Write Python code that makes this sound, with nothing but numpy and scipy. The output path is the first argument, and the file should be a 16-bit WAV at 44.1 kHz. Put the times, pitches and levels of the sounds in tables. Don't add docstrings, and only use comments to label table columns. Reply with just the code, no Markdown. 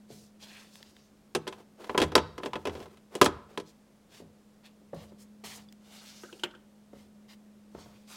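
import sys
import numpy as np
from scipy import signal
from scipy.fft import rfft, irfft
from scipy.io import wavfile
from scipy.ndimage import uniform_filter1d

SR = 44100
rng = np.random.default_rng(int(sys.argv[2]) if len(sys.argv) > 2 else 0)


def file_out(sig):
    cols = np.atleast_2d(sig).T
    lim = np.clip(cols, -1, 1)
    pcm = np.round(lim * 32767).astype(np.int16)
    wavfile.write(sys.argv[1], SR, pcm)


N = 359856
TIME = np.arange(N) / SR
EDGES = 32 * 2 ** np.arange(0, 9.4, 1 / 3)
CENTRES = np.sqrt(EDGES[1:] * EDGES[:-1])

# t/s, level/dB, hollow body/dB and crack/dB relative to that level
VACUUM_KNOCKS = [(1.3495,-16,-11,-2.5), (1.3525,-15.5,-6.5,-9), (1.469,-25.5,-4,-12),
                 (1.476,-20.5,-21,-5.5), (1.5255,-27,-19,-10), (1.8425,-31.5,-22.5,-8.5),
                 (1.8945,-16,-12.5,-15.5), (1.9468,-12,-10.5,-25.5), (1.977,-7.5,-11.5,-6.5),
                 (1.983,-15,-6.5,-11.5), (2.001,-12,-8.5,-8.5), (2.0165,-10.5,-5,-5.5),
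                 (2.024,-15,-11,-4.5), (2.036,-17,-8.5,-8), (2.119,-24.5,-6,-10), (2.153,0.5,-12,-7),
                 (2.178,-8,-19,-10.5), (2.3795,-27.5,-3,-6.5), (2.400,-29,-14,-23), (2.433,-19.5,-11,-11.5),
                 (2.4505,-43,-12,-1), (2.4585,-20,-7.5,-8), (2.5325,-16,-21.5,-12.5),
                 (2.5555,-16.5,-11.5,-12.5), (2.6535,-19,-8,-8.5), (2.671,-18.5,-5.5,-8),
                 (2.695,-23.5,-15,-13), (2.752,-30.5,-4,-8.5), (2.767,-33,-2.5,-11), (2.802,-33.5,-2,-6.5),
                 (2.8265,-34.5,-9.5,-7.5), (2.858,-37.5,-8,-11), (2.9711,-47.5,-13.5,-3.5),
                 (3.152,-26,-2,-1.5), (3.2138,-3,-9.5,-3), (3.226,-13.5,-15,-4), (3.243,-25,-16.5,4),
                 (3.2545,-24,-9,0.5), (3.2598,-8.5,-11.5,-6.5), (3.5748,-21.5,-7,-6), (3.599,-30,-9.5,-6)]
# f/Hz, level/dB, t60/s
SHELL_MODES = [(155.1, -23, 0.63), (226, -12, 0.13), (252.3, -10.5, 0.064), (307, -9.5, 0.14),
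               (372, -5, 0.135), (412.2, -4.5, 0.11), (444, -13, 0.16), (487.8, -3.5, 0.11),
               (588.7, -11.5, 0.0732), (870, -13, 0.16), (1012.4, -3, 0.063), (1247, -10, 0.03),
               (1297, -11, 0.072), (1670, -14.5, 0.057), (2595, -16, 0.057), (2940, -17, 0.032),
               (3270, -14.5, 0.058), (5293, -18, 0.045)]
# f/Hz, level/dB, t60/s
SHELL_WASH = [(35, -37.5, 0.11), (60, -26, 0.15), (119.8, -20.5, 0.22), (347, -7, 0.14), (685, -6, 0.092),
              (1210, -5, 0.054), (2020, -9, .06), (2750, -6.5, 0.057), (3800, -8.5, 0.054),
              (6900, -8.5, 0.08), (9300, -6, 0.062), (14700, -10.5, 0.011)]
# t/s, level/dB
SEATINGS = [(3.2143, -7), (3.2608, -19)]
# f/Hz, level/dB, t60/s
MOUNT_MODES = [(170, -21, 0.092), (274, -7.5, 0.097), (397.7, -2, 0.065), (583, -6, 0.094), (783, -7, .04),
               (1020.5, 2, 0.03), (1215, -5.5, 0.06), (1290, -12.5, 0.03), (1680, -14, .04)]
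# t/s, level/dB
CLIP_SNAPS = [(2.1535, -23)]
CLIP_MODES = [(1374, 2, 0.072), (3910, 2, 0.023), (3820, 1, 0.037), (4600, 3, .03), (4660, 2, 0.03),
              (5350, 4.5, 0.035), (5450, -1, 0.024)]
# start t/s, length/s, level/dB
SLIDES = [(1.496,0.15,-56), (1.775,0.34,-51), (2.396,0.13,-54.5), (2.506,0.42,-58.5), (2.695,0.18,-56),
          (2.891,0.1,-60.5), (3.102,0.12,-50.5), (3.477,0.11,-57.5)]
# f/Hz, level/dB
SLIDE_COLOUR = [(150, -13.5), (400, 7), (700, 1), (1050, -4), (1800, -11.5), (3500, -14.5), (8000, -22.5),
                (16000, -29.5)]
# t/s, level/dB
RATTLES = [(2.175, -50)]
# t/s, level/dB
WALL_BLOWS = [(1.35, -59), (1.981, -40), (2.03, -41.5), (2.16, -40), (2.53, -50), (2.67, -41.5),
              (3.22, -37.5)]
# t/s, level/dB
SHELF_JOLTS = [(2.153, -50), (3.215, -37)]
# t/s, level/dB, body/dB, crack/dB
SWITCH_CONTACTS = [(6.234,-35.5,-13.5,-22), (6.326,-44.5,-3,-6.5), (6.395,-47.5,-13,-4.5),
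                   (6.435,-15.5,-23.5,-11.5), (6.509,-46.5,-18,-12), (6.549,-42,-16.5,-15)]
# f/Hz, level/dB, t60/s
SWITCH_MODES = [(357, 7, 0.091), (500, -6, 0.12), (950, 1.5, 0.022), (1420, -5.5, 0.03), (1522, 1, 0.023),
                (2817, 4.5, 0.026), (3210, -7, .03)]
# f/Hz, level/dB, t60/s
SWITCH_WASH = [(60, -25.5, 0.21), (368, -4.5, 0.21), (935, -17, 0.11), (2430, -18.5, 0.15),
               (2830, 0.5, 0.073), (3530, -6, 0.046), (4400, -5.5, 0.066), (5500, -6, 0.066),
               (8050, -0.5, 0.056), (15000, -15, 0.077)]
# t/s, level/dB
SPRING_PLUCKS = [(6.235, -45), (6.288, -54), (6.538, -51.5)]
# t/s, level/dB, body/dB, crack/dB
STEPS = [(0.103,-43.5,7.5,-18), (0.803,-43,-5.5,-15), (4.2,-40,-1,-12), (4.22,-48.5,8,-17),
         (4.814,-54.5,6,-28), (4.931,-23,-4,-26), (4.944,-42,-15,3.5), (5.118,-36.5,-6.5,-17),
         (5.437,-35,-5,-13), (5.572,-36,-11.5,-12), (6.931,-38.5,-1,-6), (7.748,-26,-8.5,-16),
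         (7.784,-29,-15,-16), (7.858,-33,-12.5,-22.5)]
# f/Hz, level/dB, t60/s
FLOOR_MODES = [(80, -32, 0.29), (286, -7.5, 0.04), (384, -3.5, 0.021), (446, -21, 0.095)]
# f/Hz, level/dB, t60/s
FLOOR_WASH = [(39.5, -61, 0.08), (130, -13, 0.11), (477, -3, 0.04), (1220, -16.5, 0.068),
              (3000, -23, 0.035), (15100, -22, 0.044)]
# t/s, level/dB, body/dB, crack/dB
TICKS = [(0.7554,-47,-18,-6), (0.8278,-46,-27,-5), (0.9657,-56.5,-11,-5), (5.7244,-58.5,-11,0.5)]
# f/Hz, level/dB, t60/s
TICK_WASH = [(200, -27, .02), (1400, 0, 0.013), (2880, 9, 0.0081), (6000, 6, 0.006), (15000, -1, 0.018)]
# t/s, level/dB
CLINKS = [(5.687, -52.5)]
# f/Hz, level/dB, t60/s
CLINK_MODES = [(3470, -1, 0.041), (4800, -3, 0.034)]
# start t/s, swell/s, length/s, swish level/dB, hiss level/dB
BRUSHES = [(0.08,0.044,0.25,-85,-58.5), (0.391,0.044,0.39,-57,-59), (0.528,0.037,0.14,-63,-73),
           (0.7,0.039,0.43,-67.5,-64), (3.649,0.056,0.081,-69,-55.5), (4.089,0.065,0.17,-58,-59),
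           (4.63,0.029,0.11,-58.5,-70), (4.919,0.087,0.21,-58.5,-63), (5.177,0.041,0.091,-68,-56.5),
           (5.437,0.0053,0.23,-49,-49), (5.794,0.17,0.37,-57.5,-60), (5.983,0.09,0.52,-63,-58),
           (6.921,0.07,0.18,-66,-67.5), (7.278,0.057,0.083,-53,-48.5), (7.704,0.093,0.4,-65,-64.5),
           (8.067,0.062,0.19,-54.5,-53.5)]
# f/Hz, level/dB
SWISH_COLOUR = [(300, -4), (700, -1.5), (1500, -5.5), (3300, -2), (4500, -6), (6500, -20.5)]
# f/Hz, level/dB
HISS_COLOUR = [(3000, 0), (4800, 6), (7000, 3), (10000, -2), (16000, -8.5)]
# start t/s, length/s, first f/Hz, last f/Hz, level/dB
RUBS = [(0.406, 0.17, 4316, 3593, -60.5), (0.503, 0.19, 2366, 1677, -59.5), (0.816, 0.31, 4230, 6340, -74),
        (5.947, 0.4, 3970, 6810, -65)]
# f/Hz, level/dB, t60/s
ROOM = [(59.7, -26.5, 0.51), (200, -38, 0.27), (500, -38.5, 0.57), (1200, -29.5, 0.44), (2565, -34.5, 0.5),
        (5026, -32.5, 0.44), (8000, -35, 0.34), (15000, -35.5, .25)]
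# t/s, level/dB
HUM_LEVEL = [(0,-57), (1.05,-64), (2.9,-61), (4.1,-65.5), (5.3,-55.5), (6.6,-61), (7.2,-56.5), (8.16,-58)]
# f/Hz, level/dB
AIR_COLOUR = [(25, -7.5), (60, -5.5), (130, -2.5), (200, 1), (310, -3.5), (550, -5.5), (700, -10.5),
              (1000, -14.5), (2300, -21), (8000, -25.5), (16000, -33.5)]

SNAP_PER_CRACK, SNAP_DB = 2.02, -2.5
SLIDE_ATTACK_S, SLIDE_RELEASE_S = 0.032, 0.045
RUB_WIDTH_HZ, RUB_EDGE_S = 960, 0.084
FRAME_ECHO_S, FRAME_SWAY_S, FRAME_ECHO_DB = 0.00112, 0.00014, -11.5
HUM_HZ, AIR_DB, CUTOFF_HZ = 209.8, -64, 16200


def vacuum_knocks(bands):
    knocks = blows(VACUUM_KNOCKS, SHELL_MODES, SHELL_WASH, bands, rise_s=0.0003, crack=0.55,
                   scatter_db=1.5, alike=0.35, detune=0.0098)
    return near_wall(from_db(-13.0) * knocks, echo_s=0.003, echo_db=-23.5)


def blows(events, modes, wash, bands, rise_s, crack, scatter_db=2, alike=.5, detune=0, size=16000):
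    out, t = np.zeros(N + size), np.arange(size) / SR
    wash_db, wash_t60 = at_hz(wash, CENTRES)
    fade = from_db(-60 * t / wash_t60[:, None])
    fade = fade * (1 + crack * np.exp(-t / 0.0024))
    fade = fade * (1 - np.exp(-t * CENTRES[:, None] / 1.2))
    energy = np.sum(fade ** 2, axis=1)
    hz, mode_db, t60 = np.reshape(modes, (-1, 3)).T
    rings = from_db(-60 * t / t60[:, None])
    rings = rings * (1 - np.exp(-t * hz[:, None] / 0.38))
    for s, peak_db, body_db, crack_db in events:
        snap_db = SNAP_DB + SNAP_PER_CRACK * crack_db
        colour = [(450, body_db + 10.0), (1100, 0.00064), (3500, crack_db + 9.5), (9000, snap_db + 6.5)]
        start = rng.integers(size, bands.shape[1] - size)
        fresh = bands[:, start:start + size]
        dense = (alike * bands[:, :size] + (1 - alike) * fresh) * fade
        even_energy = np.sqrt(energy / np.sum(dense ** 2, axis=1) / 3)
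        dense_gain = from_db(wash_db + at_hz(colour, CENTRES)[0]) * even_energy
        dense_gain = dense_gain * from_db(scatter_db * rng.standard_normal(len(CENTRES)))
        strength = from_db(mode_db + at_hz(colour, hz)[0] + scatter_db * rng.standard_normal(len(hz)))
        shifted_hz = hz * (1 + detune * rng.standard_normal(len(hz)))
        cycles = shifted_hz[:, None] * t + rng.random((len(hz), 1))
        clear = strength @ (rings * np.sin(2 * np.pi * cycles))
        at = round(s * SR)
        onset = 1 - np.exp(-t / rise_s)
        out[at:at + size] += from_db(peak_db) * (dense_gain @ dense + clear) * onset
    return out[:N]


def mount_ring():
    return ringing(CLIP_SNAPS, CLIP_MODES) + ringing(SEATINGS, MOUNT_MODES)


def ringing(strikes, modes):
    out, t, tone = np.zeros(N + SR), TIME[:SR], 0
    for hz, db, t60 in modes:
        build_up = 1 - np.exp(-(2 * hz * t) ** 2)
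        tone = tone + from_db(db - 60 * t / t60) * np.sin(2 * np.pi * hz * t) * build_up
    for s, level_db in strikes:
        at = round(s * SR)
        out[at:at + SR] += from_db(level_db) * tone
    return signal.sosfilt(signal.butter(2, 140, "high", fs=SR, output="sos"), out[:N])


def slide(grains_per_s, grain_db):
    pushes = 0
    for start, length, db in SLIDES:
        pushes = pushes + from_db(db) * stroke(TIME - start, SLIDE_ATTACK_S, length, SLIDE_RELEASE_S)
    slips = (rng.random(N) < grains_per_s / SR) * from_db(grain_db * rng.uniform(-0.969, 1, N))
    grains = signal.lfilter([1], [1, -np.exp(-1 / (0.0051 * SR))], slips + 1e-9)
    return pushes * rms_one(grains * noise(SLIDE_COLOUR))


def rattle():
    buzz = afterring(RATTLES, hz=3800, width_hz=2200, t60=0.4, rise_s=.005)
    return buzz * from_db(1.7 * drift(150))


def wall_boom():
    return afterring(WALL_BLOWS, hz=83.5, width_hz=20, t60=0.53, rise_s=0.02)


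def shelf_shake():
    return afterring(SHELF_JOLTS, hz=1170, width_hz=750, t60=0.5, rise_s=.006)


def afterring(jolts, hz, width_hz, t60, rise_s):
    envelope = np.zeros(N)
    for s, level_db in jolts:
        t = np.maximum(TIME - s, 0)
        envelope += from_db(level_db - 60 * t / t60) * (1 - np.exp(-t / rise_s))
    offset = (np.fft.rfftfreq(N, 1 / SR) - hz) / width_hz
    cluster = irfft(rfft(rng.standard_normal(N)) / (1 + (2 * offset) ** 2), N)
    power = uniform_filter1d(cluster ** 2, size=4000)
    return envelope * cluster / np.sqrt(power + 1e-12)


def light_switch(bands):
    return from_db(-7.0) * blows(SWITCH_CONTACTS, SWITCH_MODES, SWITCH_WASH, bands, rise_s=0.0014,
                                 crack=1.7, scatter_db=2.0, alike=0.47, detune=0.018)


def switch_spring():
    return afterring(SPRING_PLUCKS, hz=1464, width_hz=300, t60=0.11, rise_s=0.00089)


def footsteps(bands):
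    return from_db(-8.0) * blows(STEPS, FLOOR_MODES, FLOOR_WASH, bands, rise_s=0.0018, crack=0.85)


def dry_ticks(bands):
    return from_db(-2.0) * blows(TICKS, [], TICK_WASH, bands, rise_s=0.001, crack=0.93, scatter_db=2.5)


def clothes():
    cloth = rustle(sag_db=14.0, stop_s=0.09, flutter_db=0.37) * from_db(1.1 * drift(500))
    cloth = folds(cloth + rubs(), patchy_db=4.0, per_s=30)
    return near_wall(cloth, FRAME_ECHO_S + FRAME_SWAY_S * drift(0.89), FRAME_ECHO_DB)


def rustle(sag_db, stop_s, flutter_db):
    swish_power, hiss_power = np.zeros(N), np.zeros(N)
    for start, swell, length, swish_db, hiss_db in BRUSHES:
        t = TIME - start
        sag = from_db(-sag_db * np.clip((t - swell) / length, 0, 1))
        speed = stroke(t, swell, length, stop_s) * sag
        swish_power += (speed * from_db(swish_db)) ** 2
        hiss_power += (speed * from_db(hiss_db)) ** 2
    swish = np.sqrt(swish_power) * noise(SWISH_COLOUR)
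    hiss = np.sqrt(hiss_power) * noise(HISS_COLOUR)
    return from_db(flutter_db * drift(66)) * (swish + hiss)


def rubs():
    level, pitch = np.zeros(N), np.zeros(N)
    for start, length, first_hz, last_hz, db in RUBS:
        level += from_db(db) * stroke(TIME - start, RUB_EDGE_S, length, RUB_EDGE_S)
        glide = np.interp(TIME, [start, start + length], [first_hz, last_hz])
        pitch = np.where(TIME >= start, glide, pitch)
    low_pass = signal.butter(2, RUB_WIDTH_HZ, fs=SR, output="sos")
    slips = signal.sosfilt(low_pass, rng.standard_normal(N))
    return level * rms_one(slips * np.sin(2 * np.pi * np.cumsum(pitch) / SR))


def folds(x, patchy_db, per_s, count=6):
    out = 0
    splits_hz = 400 * 2 ** np.arange(count)
    for split_hz, chance in zip(splits_hz, rng.standard_normal((count, 1000))):
        low = signal.sosfiltfilt(signal.butter(2, split_hz, fs=SR, output="sos"), x)
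        out = out + low * from_db(patchy_db * np.interp(TIME * per_s, np.arange(len(chance)), chance))
        x = x - low
    return out + x


def near_wall(x, echo_s, echo_db):
    return x + from_db(echo_db) * np.interp(TIME - echo_s, TIME, x)


def pantry(x, bands, build_s):
    t = TIME[:SR]
    level_db, t60 = at_hz(ROOM, CENTRES)
    tails = bands[:, :SR] * from_db(-60 * t / t60[:, None]) * (1 - np.exp(-t / build_s))
    tails = tails / np.sqrt(3 * np.sum(tails ** 2, axis=1, keepdims=True))
    return signal.fftconvolve(x, from_db(level_db) @ tails)[:N]


def hum(waver_db, wander_rad):
    phase = 2 * np.pi * HUM_HZ * TIME + wander_rad * drift(3.5)
    level = from_db(in_time(HUM_LEVEL)[0] + waver_db * drift(22))
    return np.sqrt(2) * level * np.sin(phase)


def still_air():
    return from_db(AIR_DB) * noise(AIR_COLOUR)


def stroke(t, attack_s, length_s, release_s):
    return np.clip(t / attack_s, 0, 1) * np.clip((length_s - t) / release_s, 0, 1)


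def noise(spectrum):
    hz = np.maximum(np.fft.rfftfreq(N, 1 / SR), 1)
    low_skirt = 1 + (spectrum[0][0] / 2 / hz) ** 4
    high_skirt = 1 + (hz / 2 / spectrum[-1][0]) ** 8
    gain = from_db(at_hz(spectrum, hz)[0]) / np.sqrt(low_skirt * high_skirt)
    return rms_one(irfft(rfft(rng.standard_normal(N)) * gain, N))


def noise_bands(size):
    bands = []
    for pair in zip(EDGES, EDGES[1:]):
        sos = signal.butter(2, pair, "band", fs=SR, output="sos")
        settled = signal.sosfilt(sos, rng.standard_normal(size + SR // 2))[SR // 2:]
        bands.append(rms_one(settled))
    return np.array(bands)


def drift(per_s):
    hz = np.fft.rfftfreq(N, 1 / SR)
    return rms_one(irfft(rfft(rng.standard_normal(N)) / (1 + (hz / per_s) ** 2), N))


def from_db(db):
    return 10 ** (np.asarray(db) / 20)


def rms_one(x):
    return x / np.sqrt(np.mean(x ** 2) + 1e-20)


def in_time(rows):
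    s, *columns = np.transpose(rows)
    return [np.interp(TIME, s, c) for c in columns]


def at_hz(rows, hz):
    points, *columns = np.transpose(rows)
    return [np.interp(np.log(hz), np.log(points), c) for c in columns]


def scene():
    bands = noise_bands(size=70000)
    vacuum = vacuum_knocks(bands) + mount_ring() + slide(grains_per_s=1800, grain_db=8.5) + rattle()
    switch = light_switch(bands) + switch_spring()
    steps = footsteps(bands)
    small_sounds = dry_ticks(bands) + ringing(CLINKS, CLINK_MODES)
    contacts = vacuum + switch + steps + small_sounds
    cloth = clothes()
    room = pantry(contacts + from_db(12.0) * steps + cloth, bands, build_s=0.0077)
    background = hum(waver_db=1.2, wander_rad=.45) + still_air()
    return (contacts + wall_boom() + shelf_shake() + cloth + room + background)[None]


def record(dry):
    rounded = 0.95 * np.tanh(dry / 0.88)
    return signal.sosfilt(signal.ellip(10, .2, 80, CUTOFF_HZ, fs=SR, output="sos"), rounded)


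dry = scene()
out = record(dry)
file_out(out)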